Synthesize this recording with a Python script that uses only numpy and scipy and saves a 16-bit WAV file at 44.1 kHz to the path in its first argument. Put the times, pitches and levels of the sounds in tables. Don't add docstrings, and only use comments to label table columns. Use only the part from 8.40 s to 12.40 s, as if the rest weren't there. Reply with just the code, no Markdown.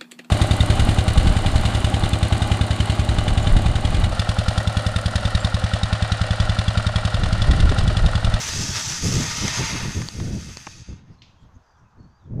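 import sys
import numpy as np
from scipy import signal
from scipy.fft import rfft, irfft, next_fast_len
from scipy.io import wavfile
from scipy.ndimage import uniform_filter1d, map_coordinates

SR = 44100
rng = np.random.default_rng(int(sys.argv[2]) if len(sys.argv) > 2 else 0)


def unload_wav(signal):
    wavfile.write(
        sys.argv[1],
        SR,
        np.round(np.clip(np.atleast_2d(signal).T, -1, 1) * 32767).astype(np.int16),
    )


N = 176400

# time_s, level_db
MURMUR_ENVELOPE = [(0, -107), (2.7, -62.5), (3.15, -61.5), (4, -65.5)]
SWELL_ENVELOPE = [(0, -90), (3.17, -80.5), (3.27, -65), (3.39, -62.5), (3.48, -66), (3.57, -63.5),
                  (3.7, -70), (3.82, -64.5), (4, -73)]
# freq_hz, relative_db
MURMUR_SPECTRUM = [(30, 14.5), (120, 2.5), (300, -2.5), (550, 2.5), (1000, 6), (1500, -0.5), (2200, -11.5),
                   (4000, -16), (6500, -24), (8000, -32.5), (15000, -33.5)]
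SWELL_SPECTRUM = [(500, -23), (900, 2.5), (1150, -1.5), (1600, -3), (2100, -19), (3200, -36.5), (6000, -56)]
# start_s, length_s, start_hz, end_hz, relative_db
BIRD_NOTES = [(2.773, .05, 4150, 4080, -69), (2.956, 0.1, 3280, 3250, -70.5), (3.24, .09, 4840, 4770, -71),
              (3.332, 0.056, 3700, 3030, -75), (3.419, .08, 2650, 2590, -78),
              (3.58, 0.088, 4360, 4430, -69.5), (3.666, 0.12, 4500, 4780, -71),
              (3.777, 0.11, 4020, 3150, -72)]
# time_s, level_db
GUST_ENVELOPE = [(0.0, -30), (0.02, -44), (0.22, -25), (0.26, -35), (0.3, -27), (0.33, -32.5),
                 (0.41, -35.5), (0.43, -43), (0.49, -32.5), (0.6, -39.5), (0.65, -18.5), (0.68, -25.5),
                 (0.78, -19), (0.93, -39), (0.99, -32.5), (1.05, -20.5), (1.09, -33), (1.15, -39.5),
                 (1.21, -19.5), (1.28, -38.5), (1.35, -22.5), (1.39, -33.5), (1.44, -25.5), (1.49, -26.5),
                 (1.53, -41.5), (1.58, -20), (1.7, -47.5), (1.78, -27), (1.94, -25.5), (2.04, -39),
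                 (2.07, -34.5), (2.25, -53.5), (2.28, -43.5), (2.34, -49), (2.42, -40), (2.45, -66),
                 (2.49, -34), (2.53, -34.5), (2.58, -47.5), (2.67, -49.5), (2.7, -42.5), (2.76, -53.5),
                 (3.01, -61), (3.03, -45.5), (3.12, -63), (3.17, -43.5), (3.25, -84), (3.44, -52),
                 (3.51, -71), (3.6, -40.5), (3.77, -66), (3.81, -58.5), (3.92, -32), (3.94, -28),
                 (3.98, -30), (4.0, -19)]
# freq_hz, relative_db
EDDY_SPECTRUM = [(20, -5), (35, -13.5), (60, -4.5), (120, 2), (200, -5), (320, -17.5), (550, -29),
                 (1000, -47.5), (2500, -88)]
FLAP_SPECTRUM = [(60, -18), (160, -2.5), (260, 0), (450, -6), (750, -20), (2500, -54.5)]
RUMBLE_SPECTRUM = [(20, -24.5), (35, -7.5), (65, 2.5), (110, -0.5), (180, -17), (400, -40)]
# start_s, length_s, centre_hz, width_hz, level_db
TUBE_SPITS = [(2.698, 0.075, 4900, 1200, -69), (2.99, 0.062, 7200, 1400, -78),
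              (2.996, .08, 3700, 1500, -72), (3.132, .05, 6330, 500, -70), (3.35, .09, 5700, 1200, -76)]
# start_s, level_db
YARD_CRACKS = [(2.8195, -45.5)]
# freq_hz, relative_db
CRACK_SPECTRUM = [(800, -38), (1800, -8), (2600, 3), (5000, -1.5), (7000, -14), (9000, -41), (15000, -51)]
# start_s, snap_db, snap_hz, tail_db, tail_start_hz, tail_decay_s
GRAIN_POPS = [(1.0806, -13, 6040, -23, 4740, 0.0032), (1.618, -26, 5000, -22.5, 3000, 0.0017),
              (1.6216, -34, 5200, -29.5, 3560, 0.0031), (1.6866, -20, 4500, -34.5, 2470, 0.0026),
              (1.8, -40, 4500, -30.5, 2910, 0.0044), (2.171, -19, 4550, -48, 2770, 0.0033),
              (2.2684, -28, 5800, -26.5, 3020, 0.0059)]
# centre_hz, width_hz, relative_db
THROAT_MODES = [(920, 35, 0), (1150, 30, 2), (1217, 30, 1), (1848, 40, 0), (2116, 30, 0), (2343, 40, -1),
                (2620, 70, 0), (3100, 40, -2), (3320, 90, -2), (3820, 50, -3), (4408, 40, -3),
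                (4880, 120, -2), (5438, 50, -3), (5950, 90, -3)]
# centre_hz, width_hz, relative_db
WHISTLE_MODES = [(2557, 200, -4.5), (3450, 560, -11), (4705, 590, -5), (5890, 150, -6.5), (6416, 196, 2),
                 (9150, 450, -21.5), (10030, 750, -22.5)]
# time_s, level_db
WHISTLE_ENVELOPE = [(0, -44.5), (.7, -38.5), (1.3, -33.5), (1.7, -47.5), (2.35, -50), (2.52, -57.5),
                    (2.62, -75), (3.1, -83), (4, -85)]
# time_s, hiss_db, roar_db, fizz_db
JET_ENVELOPES = [(0, -30, -33, -43), (.3, -30.5, -36, -44.5), (.37, -28, -28.5, -42),
                 (.43, -30.5, -36.5, -45), (.53, -28.5, -34.5, -43), (.61, -33.5, -40.5, -48.5),
                 (.66, -27.5, -34, -40), (.8, -31.5, -33, -43.5), (1.0, -30.5, -32, -45.5),
                 (1.16, -30, -29, -44), (1.43, -39, -34, -49.5), (1.56, -40.5, -40.5, -51.5),
                 (1.72, -45, -46.5, -55), (2.25, -48.5, -50.5, -60), (2.4, -51.5, -56.5, -71.5),
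                 (2.52, -59, -55.5, -90), (2.65, -80, -67.5, -101), (3.2, -79.5, -81, -105),
                 (4, -81, -90.5, -108)]
# freq_hz, relative_db
HISS_SPECTRUM = [(1500, -35), (3000, -13), (4200, -8), (5000, -3), (6500, -2), (7300, -6.5), (8300, -18),
                 (10500, -33.5), (15500, -57)]
ROAR_SPECTRUM = [(200, -14), (650, -5), (950, -2.5), (1800, 0), (2600, -3.5), (3800, -3), (5500, -11),
                 (9000, -53)]
FIZZ_SPECTRUM = [(5000, -27), (7500, -1), (8400, 2.5), (9100, 0.5), (9600, -1.5), (10100, -2.5),
                 (11200, -4), (12000, -9), (15500, -14)]


def amp(db):
    return 10 ** (np.asarray(db) / 20)


def unit(x):
    return x / np.sqrt(np.mean(x ** 2) + 1e-20)


def curves(rows):
    time_s, *columns = np.transpose(rows)
    return [np.interp(np.arange(N) / SR, time_s, column) for column in columns]


def noise():
    return rng.standard_normal(N)


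def wobble(rate_hz):
    return map_coordinates(rng.standard_normal(4096), [np.arange(N) * rate_hz / SR], mode="wrap")


def grit(cycles):
    return map_coordinates(rng.standard_normal(1024), [cycles], mode="wrap")


def filtered(x, response):
    size = next_fast_len(N + SR // 2)
    return irfft(rfft(x, size) * response(np.fft.rfftfreq(size, 1 / SR)), size)[:N]


def coloured(x, spectrum):
    freq_hz, db = np.transpose(spectrum)
    return unit(filtered(x, lambda hz: amp(np.interp(np.log(hz + 1), np.log(freq_hz), db))))


def resonance(hz, centre_hz, width_hz):
    return 1j * hz * width_hz / (centre_hz ** 2 - hz ** 2 + 1j * hz * width_hz)


def band_noise(centre_hz, width_hz):
    return filtered(noise(), lambda hz: resonance(hz, centre_hz, width_hz) ** 2)


def echoes(x, decay_s):
    t = np.arange(SR // 3) / SR
    tail = rng.standard_normal(len(t)) * np.exp(-t / decay_s)
    return signal.fftconvolve(x, tail / np.linalg.norm(tail))[:N]


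def drifting(x, depth_db=1.2, patch_hz=258.7, patch_s=0.1213):
    hz, t, frames = signal.stft(x, SR, nperseg=1024)
    grid = np.meshgrid(hz / patch_hz, t / patch_s, indexing="ij")
    drift = map_coordinates(rng.standard_normal((256, 128)), grid, mode="wrap")
    return signal.istft(frames * amp(depth_db * drift), SR, nperseg=1024)[1][:N]


def murmur():
    level_db, = curves(MURMUR_ENVELOPE)
    swell_db, = curves(SWELL_ENVELOPE)
    rush = amp(level_db + 1.2 * wobble(14)) * coloured(noise(), MURMUR_SPECTRUM)
    return rush + amp(swell_db) * coloured(drifting(noise()), SWELL_SPECTRUM)


def birds(warble=0.015, flicker_db=5, trim_db=-6, echo_db=2):
    out = np.zeros(N + SR)
    for start_s, length_s, start_hz, end_hz, db in BIRD_NOTES:
        n = int(length_s * SR)
        progress = np.linspace(0, 1, n)
        pitch_hz = (start_hz + (end_hz - start_hz) * progress) * (1 + warble * wobble(128.6)[:n])
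        gain = amp(db + trim_db + flicker_db * wobble(350)[:n])
        arch = np.sqrt(np.abs(np.sin(np.pi * progress)))
        out[round(start_s * SR):][:n] += gain * arch * np.sin(2 * np.pi * np.cumsum(pitch_hz) / SR)
    return out[:N] + amp(echo_db) * echoes(out[:N], decay_s=0.042)


def wind(strong_db=-18.5, cutoff_hz=1800):
    gust_db, = curves(GUST_ENVELOPE)
    excess_db = gust_db - strong_db
    eddies = coloured(noise(), EDDY_SPECTRUM)
    eddies /= np.sqrt(np.abs(uniform_filter1d(eddies ** 2, size=1800)) + 0.15)
    flap = coloured(noise(), FLAP_SPECTRUM) * amp(2.5 * wobble(90))
    gusts = amp(gust_db + 2.1 * wobble(50)) * eddies
    gusts += amp(strong_db - 9 + 1.33 * excess_db) * flap
    gusts += amp(strong_db - 11.5 + 0.72 * excess_db) * coloured(noise(), RUMBLE_SPECTRUM)
    return filtered(gusts, lambda hz: 1 / (1 + (hz / cutoff_hz) ** 4))


def spits():
    out, t = np.zeros(N), np.arange(N) / SR
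    for start_s, length_s, centre_hz, width_hz, db in TUBE_SPITS:
        arch = np.sin(np.pi * np.clip((t - start_s) / length_s, 0, 1))
        out += amp(db) * arch * unit(band_noise(centre_hz, width_hz))
    return out


def crack(decay_s=0.0036, echo_db=-8, echo_decay_s=0.073):
    t, envelope = np.arange(N) / SR, np.zeros(N)
    for start_s, db in YARD_CRACKS:
        age_s = np.maximum(t - start_s, 0)
        decay = np.exp(-age_s / decay_s) + amp(echo_db) * np.exp(-age_s / echo_decay_s)
        envelope += amp(db) * (t >= start_s) * decay
    return np.sqrt(np.mean(envelope ** 2)) * coloured(envelope * noise(), CRACK_SPECTRUM)


def pops(rise_s=0.00036, tail_end_hz=299.3, cutoff_hz=9100):
    out, t = np.zeros(N + SR), np.arange(SR // 20) / SR
    for start_s, snap_db, snap_hz, tail_db, tail_start_hz, tail_decay_s in GRAIN_POPS:
        snap = np.sin(2 * np.pi * snap_hz * t) + 0.55 * grit(3.6 * snap_hz * t)
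        snap *= t / rise_s * np.exp(1 - t / rise_s)
        decay = np.exp(-t / tail_decay_s)
        cycles = np.cumsum(tail_end_hz + (tail_start_hz - tail_end_hz) * decay) / SR
        tail = 0.51 * np.sin(2 * np.pi * cycles) + grit(2.8 * cycles)
        tail *= (1 - np.exp(-t / rise_s)) * decay
        out[round(start_s * SR):][:len(t)] += amp(snap_db) * snap + amp(tail_db) * tail
    return filtered(out[:N], lambda hz: 1 / (1 + (hz / cutoff_hz) ** 8))


def throat(hz, ring_db=-2):
    ring = sum(amp(db) * resonance(hz, centre_hz, width_hz) for centre_hz, width_hz, db in THROAT_MODES)
    return 1 + amp(ring_db) * ring


def gas(spectrum, sparks_per_s=900, spread_db=4, spark_db=-5.5, scatter_db=-5):
    sparks = (rng.random(N) < sparks_per_s / SR) * np.sign(noise())
    sparks *= amp(spread_db * np.minimum(rng.exponential(size=N), 5))
    flow = filtered(noise() + amp(spark_db) * unit(sparks), throat)
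    flow += amp(scatter_db) * echoes(flow, decay_s=0.022)
    return coloured(drifting(flow), spectrum)


def jet(sputter_db=0.8, flutter_db=0.5):
    hiss_db, roar_db, fizz_db = curves(JET_ENVELOPES)
    whistle_db, = curves(WHISTLE_ENVELOPE)
    whistle = unit(sum(amp(db) * band_noise(hz, width_hz) for hz, width_hz, db in WHISTLE_MODES))
    sputter = amp(sputter_db * wobble(rate_hz=35) + flutter_db * wobble(rate_hz=230))
    hiss = amp(hiss_db) * gas(HISS_SPECTRUM)
    roar = amp(roar_db) * gas(ROAR_SPECTRUM)
    fizz = amp(fizz_db) * gas(FIZZ_SPECTRUM)
    return sputter * (hiss + roar + fizz + amp(whistle_db) * whistle)


def scene():
    firework = jet() + pops() + crack() + spits()
    return (firework + wind() + birds() + murmur())[None]


def record(dry):
    cutoff_hz = 15450
    return filtered(dry[0], lambda hz: hz < cutoff_hz)[None]


dry = scene()
out = record(dry)
unload_wav(out)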